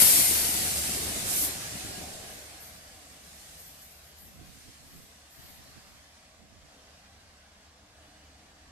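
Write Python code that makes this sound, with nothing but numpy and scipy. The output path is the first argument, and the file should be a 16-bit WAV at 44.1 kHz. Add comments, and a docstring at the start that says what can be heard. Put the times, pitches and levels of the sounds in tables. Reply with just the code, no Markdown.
"""Rail-cleaning train passing a platform

Water jets and droplets are shaped random noise; wheel rumble, ringing rails and bridge are noise through resonances.
Axle blows excite decaying modes; the diesel and pump are harmonic series; fans and valve are noise bursts.
Parts of the train fade as powers of distance, and the hiss and rumble shift from near to far colours.
Far off, flanges sizzle through the points, a bridge booms, and a breeze buffets two microphone ports."""
import sys
import numpy as np
from scipy import signal
from scipy.fft import rfft, irfft, next_fast_len
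from scipy.io import wavfile
from scipy.ndimage import uniform_filter1d

SR = 44100
rng = np.random.default_rng(int(sys.argv[2]) if len(sys.argv) > 2 else 0)


def bounce(signal):
    """Save signal as a 16-bit WAV file at the path given by the first command-line argument."""
    frames = np.transpose(np.atleast_2d(signal))
    limited = np.clip(frames, -1, 1)
    pcm = np.round(limited * 32767).astype(np.int16)
    wavfile.write(sys.argv[1], SR, pcm)


N = 384111

# In spectra and modes level_db is relative, since each sound is then scaled to rms 1.
# Surges of the train's noise, before each layer takes its share:
# start_s, rise_s, fade_s, hiss_db, roar_db, brightening (0-1)
SURGES = [(0, .024, 0.0097, 4, 11, 0), (3.22, 0.32, 0.43, 2.5, 1, 0.13), (4.35, .25, 0.6, 2, -2, 0.24),
          (5.33, 0.1, 0.81, 4, 4, 0.03), (6.64, .04, 0.77, 1.5, 4.5, 0.03), (7.93, 0.062, 1.6, 2, 4, 0.05)]
# Water jets and wheels hissing on wet track: abreast_s, gap_m, level_db (abreast)
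HISSERS = [(-.05, 4.65, -22), (.6, 9.7, -33.5), (1.33, 3.3, -36.5), (1.88, 2.3, -44.5)]
# Dips of the hiss: centre_s, length_s, level_db
LULLS = [(2.944, 1.14, -3), (4.1, 0.93, -2.5), (6.447, 0.54, -1.8), (7.801, .35, -0.5)]
# Jet hiss, near and far: frequency_hz, level_db (per Hz)
HISS_NEAR = [(400, -10), (1000, -6), (1250, -4), (1700, -3.5), (2050, -1), (3200, -1), (4500, 1.5),
             (6200, 1), (8500, 6), (10500, 3), (12500, -1), (14200, 0)]
HISS_FAR = [(400, -23), (1100, 6), (1350, 2.5), (1600, 6.5), (2300, 2), (3300, 1.5), (4800, 1),
            (6200, -1.5), (8000, -4.5), (10000, -11), (11600, -11.5), (12400, -16.5), (14200, -21)]
# Wheel discs: pitch_hz, width_hz, level_db
WHEEL_MODES = [(1145, 110, 4), (1635, 30, -3), (2840, 40, 2), (4620, 160, -2), (11600, 400, -22)]
# Fine spray: frequency_hz, level_db (per Hz)
SPRAY_SPECTRUM = [(6000, -35.5), (8500, -11.5), (10300, -5), (11700, -1), (12800, -4.5), (14200, -7)]
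# Bogies rolling by: abreast_s, gap_m, rumble_db, rail_ringing_db (both before the surges)
BOGIES = [(.08, 4.8, -42.5, -45), (.7, 4.3, -47.5, -49), (1.2, 5.5, -44, -49.5), (2.05, 2.8, -50.5, -50.5)]
# Wheel rumble, near and far: frequency_hz, level_db (per Hz)
RUMBLE_NEAR = [(20, -27.5), (40, -16), (58, -2.5), (80, 2), (105, 2.5), (130, -4.5), (175, -1), (250, -0.5),
               (315, -2.5), (380, -1), (470, -4.5), (560, -5.5), (900, -32), (1600, -30)]
RUMBLE_FAR = [(20, -8), (40, 0), (58, 12.5), (88, 5.5), (120, -5.5), (160, -0.5), (205, -0.5), (280, -1.5),
              (340, -10), (480, -6), (900, -8), (1600, -23.5)]
# Ringing rails, near and far: frequency_hz, level_db (per Hz)
RAILS_NEAR = [(350, -24), (500, -17.5), (600, -2.5), (680, -0.5), (745, 2), (795, -1.5), (860, -14.5),
              (1100, -24.5)]
RAILS_FAR = [(350, -17), (500, -8), (620, -1), (730, -1), (790, -3.5), (880, -10.5), (1100, -18.5)]
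# Axle blows over rail joints: time_s, level_db (before the rattle and thud trims), pitch_hz
KNOCKS = [(0.019, -28, 211), (0.11, -35, 463), (0.129, -35, 404), (0.188, -32, 194), (0.31, -29.5, 242),
          (0.429, -39, 369), (0.489, -34, 269), (0.539, -33, 283), (0.609, -32, 272), (0.649, -38, 315),
          (0.738, -36, 175), (0.784, -40, 398), (0.892, -32, 180), (0.949, -34, 318), (1.024, -41, 248),
          (1.069, -35.5, 277), (1.099, -36, 317), (1.165, -32, 277), (1.285, -40, 175), (1.322, -37, 153),
          (1.359, -38, 159), (1.427, -35, 393), (1.719, -36, 106), (1.749, -35, 183), (1.847, -33, 110),
          (1.893, -38, 245), (1.977, -35, 183), (2.009, -35.5, 250), (2.238, -44, 410), (3.108, -52, 148)]
# Bogie frame: pitch_hz, level_db, decay_s
BOGIE_MODES = [(62, -9, .03), (108.6, -2.5, .028), (178, -0.5, 0.018), (240.6, -3, 0.014),
               (297.6, -1.5, .015), (400, -2.5, 0.012)]
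# Rattle of an axle blow: frequency_hz, level_db (per Hz)
RATTLE_SPECTRUM = [(30, -24), (65, -2.5), (170, 0.5), (280, 2), (450, -8), (750, -12.5), (1200, -27.5),
                   (4000, -39)]
# Exhaust note as the locomotive goes by: time_s, level_db (before a trim and the final fade)
EXHAUST_LEVEL = [(0.0, -48), (0.05, -47), (0.1, -56), (0.28, -42.5), (0.48, -48.5), (0.82, -44.5),
                 (0.87, -62), (0.89, -50), (1.01, -45), (1.06, -56), (1.23, -49), (1.43, -64), (2.05, -52),
                 (2.07, -70), (2.55, -55.5), (2.58, -65), (2.71, -55), (2.77, -72.5), (2.81, -58),
                 (3.0, -69)]
# Diesel overtones: multiple of the firing rate, level_db
FIRING_ORDERS = [(1, -0.5), (2, -11.5), (3, -19), (4, -23.5)]
# Air valve: frequency_hz, level_db (per Hz)
VALVE_SPECTRUM = [(2500, -13), (4800, -8), (6500, -4), (8500, 2.5), (11000, 0), (14000, -1.5)]
# Cooling fans: frequency_hz, level_db (per Hz)
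FAN_SPECTRUM = [(700, -24), (1200, -3), (1550, 2), (2150, 1), (2800, -18)]
# Pump pitch, dropping as the motor recedes: time_s, pitch_hz
PUMP_PITCH = [(1.1, 106.8), (2, 102.4)]
# Pump overtones: multiple of its pitch, level_db
PUMP_ORDERS = [(1, -6.5), (2, 0), (3, -2.5)]
# Wheel squeaks: centre_s, pitch_hz, level_db
SQUEAKS = [(1.509, 1917, -53), (1.655, 1657, -48), (1.811, 1600, -62), (1.97, 1650, -53.5),
           (2.11, 1545, -61.5), (2.29, 1640, -58), (2.6, 1654, -62), (2.902, 1690, -63)]
# Flanges scraping through the points: start_s, length_s, level_db
SCRAPES = [(2.273, 0.093, -53), (2.58, 0.087, -50.5), (3.217, 0.32, -62), (3.569, 0.19, -52.5),
           (3.8, 0.14, -57), (4.02, .05, -62), (4.159, 0.1, -52.5), (4.44, 0.075, -62), (4.86, 0.18, -58),
           (5.29, 0.24, -56.5), (5.628, .33, -69)]
# Flange scrape: frequency_hz, level_db (per Hz)
SCRAPE_SPECTRUM = [(8500, -8), (10200, -11), (11200, -2), (12000, -0.5), (13000, -5), (14200, -3)]
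# Singing flange: centre_s, length_s, pitch_hz, level_db
SINGS = [(3.928, 0.16, 12350, -63), (5.461, .28, 12260, -61)]
# Wet wheels in the points: frequency_hz, level_db (per Hz)
SWISH_SPECTRUM = [(2500, -14), (4500, -3), (6500, -1), (9000, 0), (12000, -8)]
# Steel bridge: pitch_hz, width_hz, level_db
BRIDGE_MODES = [(164, 28, 0)]
# Faint tones from down the line: pitch_hz, width_hz, level_db
FAR_TONES = [(309, 26, -74.5), (2920, 45, -76), (4620, 80, -77)]
# Gusts on the ports: centre_s, length_s, left_db, right_db
GUSTS = [(4.27, 0.15, -57, -58.5), (4.408, 0.1, -54, -47), (4.497, .04, -66, -49.5), (4.566, 0.1, -65, -55),
         (4.66, .04, -66, -55), (4.693, 0.026, -59, -47.5), (4.84, 0.12, -60, -59),
         (4.969, 0.097, -55, -49), (5.04, 0.032, -70, -56), (5.395, 0.033, -50.5, -59),
         (5.448, .035, -62, -52), (5.515, 0.097, -55.5, -62), (5.605, 0.047, -61, -52),
         (5.688, .12, -57.5, -63), (5.774, 0.032, -60, -48.5), (5.915, 0.22, -65, -60.5),
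         (6.431, 0.087, -61, -54.5), (6.528, 0.054, -62, -56), (6.578, .035, -72, -55),
         (6.643, 0.034, -68, -54)]
# Wind at a port: frequency_hz, level_db (per Hz)
GUST_SPECTRUM = [(20, -1), (60, 4), (150, 2.5), (290, -3.5), (430, -14), (800, -33), (2000, -50)]
# Balance of the two microphone ports: frequency_hz, left_minus_right_db
PORT_BALANCE = [(100, 0.2), (350, -0.3), (1000, 1.5), (2500, 1.5), (4000, -1.7), (5800, -5), (7500, -2),
                (9300, 3), (11500, 3.5), (14000, 2.5)]

SPEED_M_PER_S = 14.14
# farness crosses zero at NEAR_UNTIL_S and approaches FARTHEST over the scale DULLING_M
NEAR_UNTIL_S, DULLING_M, FARTHEST = 0.37, 69.4, 1.18
SCRAPE_ATTACK_S, SCRAPE_RELEASE_S = 0.032, 0.09
FIRING_HZ = 73
PORT_SPACING_S = 0.00052  # travel time of sound between the ports
# how far the left port leads for sound from beside the platform and from down the line
LEAD_BESIDE_MS, LEAD_AHEAD_MS = 0.442, -0.082
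EDGE_HZ = 14240  # upper band limit
T = np.arange(N) / SR
SIZE = next_fast_len(N)
HZ = np.fft.rfftfreq(SIZE, 1 / SR)


def amp(db):
    """Logarithmic level: decibels to pressure gain."""
    return np.exp(np.asarray(db) * (np.log(10) / 20))


def evened(x):
    """Mean power: scales a signal to rms 1."""
    return x / np.sqrt(np.mean(x ** 2) + 1e-20)


def steadied(x, size=1100):
    """Short-time power: holds rms 1 over a sliding window, so a short burst has its full weight."""
    power = abs(uniform_filter1d(x ** 2, size=size, axis=-1))
    return x / np.sqrt(power + 1e-9)


def colour(points, hz):
    """Spectral envelope: interpolates decibels on a log-frequency axis."""
    f, db = np.transpose(points)
    return np.interp(np.log(hz + 1), np.log(f), db)


def band(points, hz):
    """Band limiting: an envelope that falls 20 dB per octave further past its ends."""
    inside = np.clip(hz + 1, points[0][0], points[-1][0])
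    return colour(points, hz) - 20 * abs(np.log2((hz + 1) / inside))


def tinted(x, spectrum):
    """Linear filtering: multiplies by a spectral envelope, to rms 1."""
    return evened(irfft(rfft(x, SIZE) * amp(band(spectrum, HZ)), SIZE)[..., :N])


def drift(rate_hz, size=2048):
    """Low-pass random modulation: a slow wander of rms 1."""
    hz = np.fft.rfftfreq(size, T[-1] / size)
    wander = irfft(rfft(rng.standard_normal(size)) * np.exp(-(hz / rate_hz) ** 2))
    return evened(np.interp(T, np.linspace(0, T[-1], size), wander))


def pan(side_db):
    """Interaural level difference: left and right gains, positive to the left."""
    return amp(np.array([[.5], [-.5]]) * side_db)


def bell(centre_s, length_s):
    """Gaussian envelope: length_s spans its 1/e points."""
    offset = 2 * (T - centre_s).astype(np.float32) / length_s
    return np.exp(-np.minimum(offset ** 2, 20))


def burst(start_s, attack_s, length_s, release_s, t=T):
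    """Exponential decay: a linear rise, a hold to length_s after the start, then decay."""
    age = (t - start_s).astype(np.float32)
    return np.clip(age / attack_s, 0, 1) * np.exp(-np.clip((age - length_s) / release_s, 0, 20))


def passing(abreast_s, gap_m, falloff):
    """Geometric spreading: gain 1 abreast, falling as a power of distance."""
    along_m = SPEED_M_PER_S * (T - abreast_s).astype(np.float32)
    return (1 + (along_m / gap_m) ** 2) ** (-falloff / 2)


def together(*gains):
    """Incoherent addition: unrelated noises add in power."""
    return np.sqrt(sum(gain ** 2 for gain in gains))


def surge(share):
    """Amplitude modulation: gain of a hissing layer that takes a share of the surges."""
    lift_db = sum(db * burst(s, rise, rise, fade) for s, rise, fade, db, _, _ in SURGES)
    return amp(share * lift_db)


def farness(t):
    """Dulling with distance: near 0 to about 1 far; a surge brightens it for a while."""
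    receded = FARTHEST * (1 - np.exp(-SPEED_M_PER_S * (t - NEAR_UNTIL_S) / DULLING_M))
    bright = sum(share * burst(s, rise, rise, fade, t) for s, rise, fade, _, _, share in SURGES)
    return receded - bright


def noise(near, far, patchy_db, direct_near, direct_far, size):
    """Partial coherence: turbulent noise at two ports, direct and diffuse, rms 1, following farness."""
    hz = np.fft.rfftfreq(size, 1 / SR)
    t = np.arange(4 * N // size + 5) * size / 4 / SR
    a, b, c, d, patches = rng.standard_normal((5, len(t), len(hz)), dtype=np.float32)
    patches = uniform_filter1d(patches, size=12, axis=0)  # smooth in time, then in frequency
    patches = evened(uniform_filter1d(patches, size=3, axis=1))
    away = farness(t)[:, None].astype(np.float32)
    # part arrives direct, from beside or from ahead, the rest from all sides
    beside = np.clip(direct_near * (1 - 2 * away), 0, 1)
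    ahead = np.clip(direct_far * away, 0, 1)
    direct = beside * np.exp(-2j * np.pi * hz * LEAD_BESIDE_MS / 1000)
    direct = direct + ahead * np.exp(-2j * np.pi * hz * LEAD_AHEAD_MS / 1000)
    diffuse = np.clip(0.78 + 0.14 * away, 0, 1) * np.sinc(2 * hz * PORT_SPACING_S)
    # direct sound loses its coherence at short wavelengths
    same = (1 - beside - ahead) * diffuse + direct / (1 + (hz / 6500) ** 4)
    same = same.astype(np.complex64)
    left = a + 1j * b
    right = same * left + np.sqrt(np.maximum(1 - abs(same) ** 2, 0)) * (c + 1j * d)
    ports = np.array([left, right])
    level_db = (1 - away) * band(near, hz) + away * band(far, hz) + patchy_db * patches
    ports *= amp(level_db).astype(np.float32)
    _, sound = signal.istft(ports, nperseg=size, noverlap=size - size // 4, time_axis=1, freq_axis=2)
    return evened(sound[:, :N])


def ring(modes, channels=2):
    """Resonance: modes kept going by random rubbing, rms 1."""
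    response = sum(amp(db) / (1 + (2 * (HZ - hz) / width) ** 2) for hz, width, db in modes)
    rubbing = rng.standard_normal((channels, N))
    return evened(irfft(rfft(rubbing, SIZE) * response, SIZE)[:, :N])


def hum(pitch_hz, orders, waver, throb_db):
    """Harmonic series: a motor note with overtones that each throb a little, rms 1."""
    turns = np.cumsum(pitch_hz * (1 + waver * drift(5.3))) / SR
    note = 0
    for k, db in orders:
        overtone = np.sin(2 * np.pi * (round(k) * turns + rng.random()))
        note = note + amp(db + throb_db * drift(9.94)) * overtone
    return evened(note)


def hiss(falloff=1.62, far_db=-61.0, discs_db=-19):
    """Turbulent noise: jets scour the rails, the locomotive runs over wet track, discs sing from afar."""
    level = together(amp(far_db), *(amp(db) * passing(s, gap, falloff) for s, gap, db in HISSERS))
    wash = noise(HISS_NEAR, HISS_FAR, patchy_db=2.0, direct_near=0.16, direct_far=0.38, size=1024)
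    discs = ring(WHEEL_MODES) * amp(discs_db) * np.clip(farness(T), 0, 1)
    lull = amp(sum(db * bell(s, length) for s, length, db in LULLS))
    return (wash + discs) * level * lull * surge(share=0.93)


def sizzle(level_db=-19, air_db_per_m=0.82, side_db=9.5, centring_m=38,
           grain_db=3.5, drops_per_s=2500, grainy=.55, reach_s=1.53):
    """Impulse noise and air absorption: drops tick in smooth fizz, moving from the left to the centre."""
    ticks = (rng.random((2, N)) < drops_per_s / SR) * rng.choice([-1, 1], (2, N))
    drop_db = grain_db * np.minimum(rng.exponential(1, (2, N)), 2)
    ticks = evened(ticks * amp(drop_db))
    share = np.clip(grainy, 0, 1) * np.exp(-T / reach_s)  # single drops are heard only close by
    mixed = np.sqrt(share) * ticks + np.sqrt(1 - share) * rng.standard_normal((2, N))
    fizz = tinted(mixed, SPRAY_SPECTRUM)
    gone_m = SPEED_M_PER_S * T
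    sides = pan(side_db * np.exp(-gone_m / centring_m))
    sides = sides / np.sqrt(np.mean(sides ** 2, axis=0))
    level = amp(level_db - air_db_per_m * gone_m) * passing(abreast_s=-.01, gap_m=3.76, falloff=1.26)
    return fizz * level * surge(share=1.0) * sides


def rolling(far_rumble_db=-64.5, far_rails_db=-70, rumble_share=0.27):
    """Roughness excitation: wheels shake bogies and ring the rails; the rest of the train murmurs."""
    rumble = noise(RUMBLE_NEAR, RUMBLE_FAR, patchy_db=2.5, direct_near=0.21, direct_far=0.29, size=2048)
    rails = noise(RAILS_NEAR, RAILS_FAR, patchy_db=1.4, direct_near=0.64, direct_far=0.74, size=2048)
    bogies = [amp(db) * passing(s, gap, falloff=1.44) for s, gap, db, _ in BOGIES]
    shaking = together(amp(far_rumble_db), *bogies)
    rung = [amp(db) * passing(s, gap, falloff=1.26) for s, gap, _, db in BOGIES]
    ringing = together(amp(far_rails_db), *rung)
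    lift_db = sum(db * burst(s, rise, rise, fade) for s, rise, fade, _, db, _ in SURGES)
    return rumble * shaking * amp(rumble_share * lift_db) + rails * ringing * amp(lift_db)


def knocks(rise_s=0.000992, decay_s=0.017, scatter=0.46, rattle_db=-11, thud_db=-2.5,
           detune=.05, spread_oct=.7, skew_ms=0.39):
    """Modal impact: a blow excites its bogie's modes, most of all near its own pitch, and a rattle."""
    blows, thuds, age = np.zeros(N), np.zeros((2, N)), T[:SR // 8]
    onset = 1 - np.exp(-age / rise_s)
    hz, mode_db, ring_s = np.transpose(BOGIE_MODES)[:, :, None]
    for s, db, pitch_hz in KNOCKS:
        at = round(s * SR)
        blows[at] = amp(db)
        share = amp(mode_db) / (1 + (np.log2(hz / pitch_hz) / spread_oct) ** 2)
        turns = hz * (1 + detune * rng.standard_normal(hz.shape)) * age + rng.random(hz.shape)
        # each mode reaches the two ports by its own path
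        turns = turns + hz * skew_ms / 1000 * rng.standard_normal((2, *hz.shape))
        modes = share * np.exp(-age / ring_s) * np.sin(2 * np.pi * turns)
        thud = modes.sum(1) / np.linalg.norm(share)
        thuds[:, at:at + len(age)] += amp(db) * onset * thud
    shaking = signal.oaconvolve(blows, onset * np.exp(-age / decay_s))[:N]
    shared = rng.standard_normal(N)
    rattle = steadied(tinted(shared + scatter * rng.standard_normal((2, N)), RATTLE_SPECTRUM))
    return amp(rattle_db) * rattle * shaking + amp(thud_db) * thuds


def judder(per_s=18, size_db=4, level_db=-9, detune=.08, side_db=14, count=3):
    """Repeated impact: tread pits keep up an early patter of detuned mode taps as the bogies pass."""
    age = T[:SR // 8]
    patter = np.zeros((2, N))
    for hz, db, ring_s in BOGIE_MODES * count:
        tuned_hz = hz * (1 + detune * rng.standard_normal())
        tap = amp(db) * np.exp(-2 * age / ring_s) * np.sin(2 * np.pi * tuned_hz * age)
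        for k, (late, size, side) in enumerate(rng.uniform(-1, 1, size=(20, 3))):
            at = int((k + 1 + late) * count / per_s * SR)
            part = patter[:, at:][:, :len(tap)]  # a view into the patter
            part += amp(size_db * size) * pan(side_db * side) * tap[:part.shape[1]]
    level = together(*(amp(db) * passing(s, gap, falloff=1.97) for s, gap, db, _ in BOGIES))
    return amp(level_db) * evened(patter) * level


def engine(near_db=-1.0, gone_s=3.05, fade_s=0.22, far_db=-67.5, late_db=-63,
           octave_db=-73, rough=0.44, exhaust_width_hz=18):
    """Periodic firing: harmonics in rough exhaust throb abreast and swell from afar; an octave stands out."""
    near = amp(near_db + np.interp(T, *np.transpose(EXHAUST_LEVEL)))
    near = near * np.exp(-np.maximum(T - gone_s, 0) / fade_s)
    level = together(near, amp(far_db), amp(late_db) * bell(centre_s=8.25, length_s=0.75))
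    octave = hum(FIRING_HZ, [(2, 0)], waver=0.0078, throb_db=1.5)
    octave = octave * amp(octave_db) * bell(centre_s=3.93, length_s=2.2)
    exhaust = rough * ring([(FIRING_HZ, exhaust_width_hz, 0)], channels=1)
    firing = hum(FIRING_HZ, FIRING_ORDERS, waver=0.00403, throb_db=1.2)
    return (firing + exhaust) * level + octave


def valve(open_s=1.253, length_s=0.2, air_db=-30.0, fizz_db=-29):
    """Jet noise: compressed air spits from the locomotive; a higher fizz builds until the valve shuts."""
    air = tinted(rng.standard_normal((2, N)), VALVE_SPECTRUM)
    air = air * burst(open_s, attack_s=0.041, length_s=length_s, release_s=.028)
    fizz = tinted(rng.standard_normal((2, N)), SPRAY_SPECTRUM)
    fizz = fizz * burst(open_s, attack_s=0.13, length_s=length_s, release_s=0.073) ** 2
    return amp(air_db) * air * pan(side_db=-5.5) + amp(fizz_db) * fizz * pan(side_db=1.0)


def fans(level_db=-59, start_s=2.12, attack_s=0.13, length_s=0.32, release_s=0.63):
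    """Broadband flow noise: cooling fans rush from round the cab as the train's end clears the platform."""
    rush = tinted(rng.standard_normal((2, N)), FAN_SPECTRUM)
    return rush * amp(level_db) * burst(start_s, attack_s, length_s, release_s)


def pump(near_db=-58.0, late_db=-71):
    """Harmonic series: the motor driving the jets hums, fades, then drifts back faintly from afar."""
    near = amp(near_db) * passing(abreast_s=0.55, gap_m=12, falloff=3.3)
    level = together(near, amp(late_db) * bell(centre_s=8.5, length_s=5.3))
    pitch_hz = np.interp(T, *np.transpose(PUMP_PITCH))
    return hum(pitch_hz, PUMP_ORDERS, waver=0.009, throb_db=2.2) * level


def squeaks(length_s=0.085, waver=0.007, chatter_db=2.5):
    """Frictional vibration: rubbing wheels give short tones, chattering in pitch and level."""
    sound = np.zeros((2, N))
    lowpass = signal.butter(2, 60, fs=SR, output="sos")
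    for s, hz, db in SQUEAKS:
        near = abs(T - s) < 2 * length_s
        for port in sound:
            wobble, chatter = (evened(signal.sosfilt(lowpass, rng.standard_normal(SR))[-near.sum():])
                               for _ in range(2))
            turns = np.cumsum(hz * (1 + waver * wobble)) / SR
            tone = np.sin(2 * np.pi * turns) * amp(chatter_db * chatter)
            port[near] += amp(db) * evened(tone) * bell(s, length_s)[near]
    return sound


def flange(width_hz=70, ragged_db=2.0, graze_db=-65.0, judder_db=1.3, judder_hz=22):
    """Friction and resonance: flanges scrape in ragged bursts, and now and then a high wheel mode sings."""
    scrape = noise(SCRAPE_SPECTRUM, SCRAPE_SPECTRUM, patchy_db=ragged_db,
                   direct_near=0, direct_far=0, size=1024)
    rubbing = sum(amp(db) * burst(s, SCRAPE_ATTACK_S, length, SCRAPE_RELEASE_S) for s, length, db in SCRAPES)
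    # light contact all through the points
    rubbing = together(rubbing, amp(graze_db) * bell(centre_s=3.3, length_s=1.7))
    singing = sum(amp(db) * bell(s, length) * ring([(hz, width_hz, 0)]) for s, length, hz, db in SINGS)
    return scrape * rubbing * amp(judder_db * drift(judder_hz)) * pan(side_db=-0.5) + singing


def swish(level_db=-53, start_s=3.1, attack_s=0.43, length_s=0.32, release_s=0.21):
    """Broadband splash noise: a bright swish as the wet wheels run into the points."""
    splash = tinted(rng.standard_normal((2, N)), SWISH_SPECTRUM)
    return splash * amp(level_db) * burst(start_s, attack_s, length_s, release_s)


def bridge(level_db=-66.0, boom_db=-68, boom_hz=58, boom_width_hz=26):
    """Structural resonance: the bridge booms and drones as the locomotive rolls on and crosses."""
    boom = ring([(boom_hz, boom_width_hz, 0)], channels=1)
    boom = boom * amp(boom_db) * bell(centre_s=3.57, length_s=1.3)
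    drone = ring(BRIDGE_MODES, channels=1) * amp(level_db)
    return boom + drone * burst(start_s=2.93, attack_s=0.31, length_s=0.37, release_s=0.5)


def whine(start_s=7.95, attack_s=.08, length_s=0.53, release_s=.6):
    """Narrow-band resonance: faint tones carry back from the distant train with the last surge."""
    tones = sum(amp(db) * ring([(hz, width, 0)], channels=1) for hz, width, db in FAR_TONES)
    return tones * burst(start_s, attack_s, length_s, release_s)


def wind():
    """Turbulent pressure: eddies hit each port on their own, in short thumps."""
    gusts = sum(amp([[left], [right]]) * bell(s, length) for s, length, left, right in GUSTS)
    return steadied(tinted(rng.standard_normal((2, N)), GUST_SPECTRUM)) * gusts


def scene(flutter_db=.3, flutter_hz=16):
    """Superposition: the train, its water noise fluttering, and the breeze."""
    water = (hiss() + sizzle()) * amp(flutter_db * drift(flutter_hz)) + swish()
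    running_gear = rolling() + bridge() + knocks() + judder() + squeaks() + flange()
    machinery = engine() + fans() + pump() + whine() + valve()
    return water + running_gear + machinery + wind()


def record(dry):
    """Transducer response: the colour of each port, soft overload of the peaks, then a band limit."""
    size = next_fast_len(N + SR // 10)
    gains = pan(colour(PORT_BALANCE, np.fft.rfftfreq(size, 1 / SR)))
    heard = irfft(rfft(dry, size) * gains, size)[:, :N]
    heard = heard / (1 + (heard / .85) ** 4) ** .25
    lowpass = signal.firwin(1023, EDGE_HZ, window=("kaiser", 9), fs=SR)
    return signal.oaconvolve(heard, lowpass[None], "same")


dry = scene()
out = record(dry)
bounce(out)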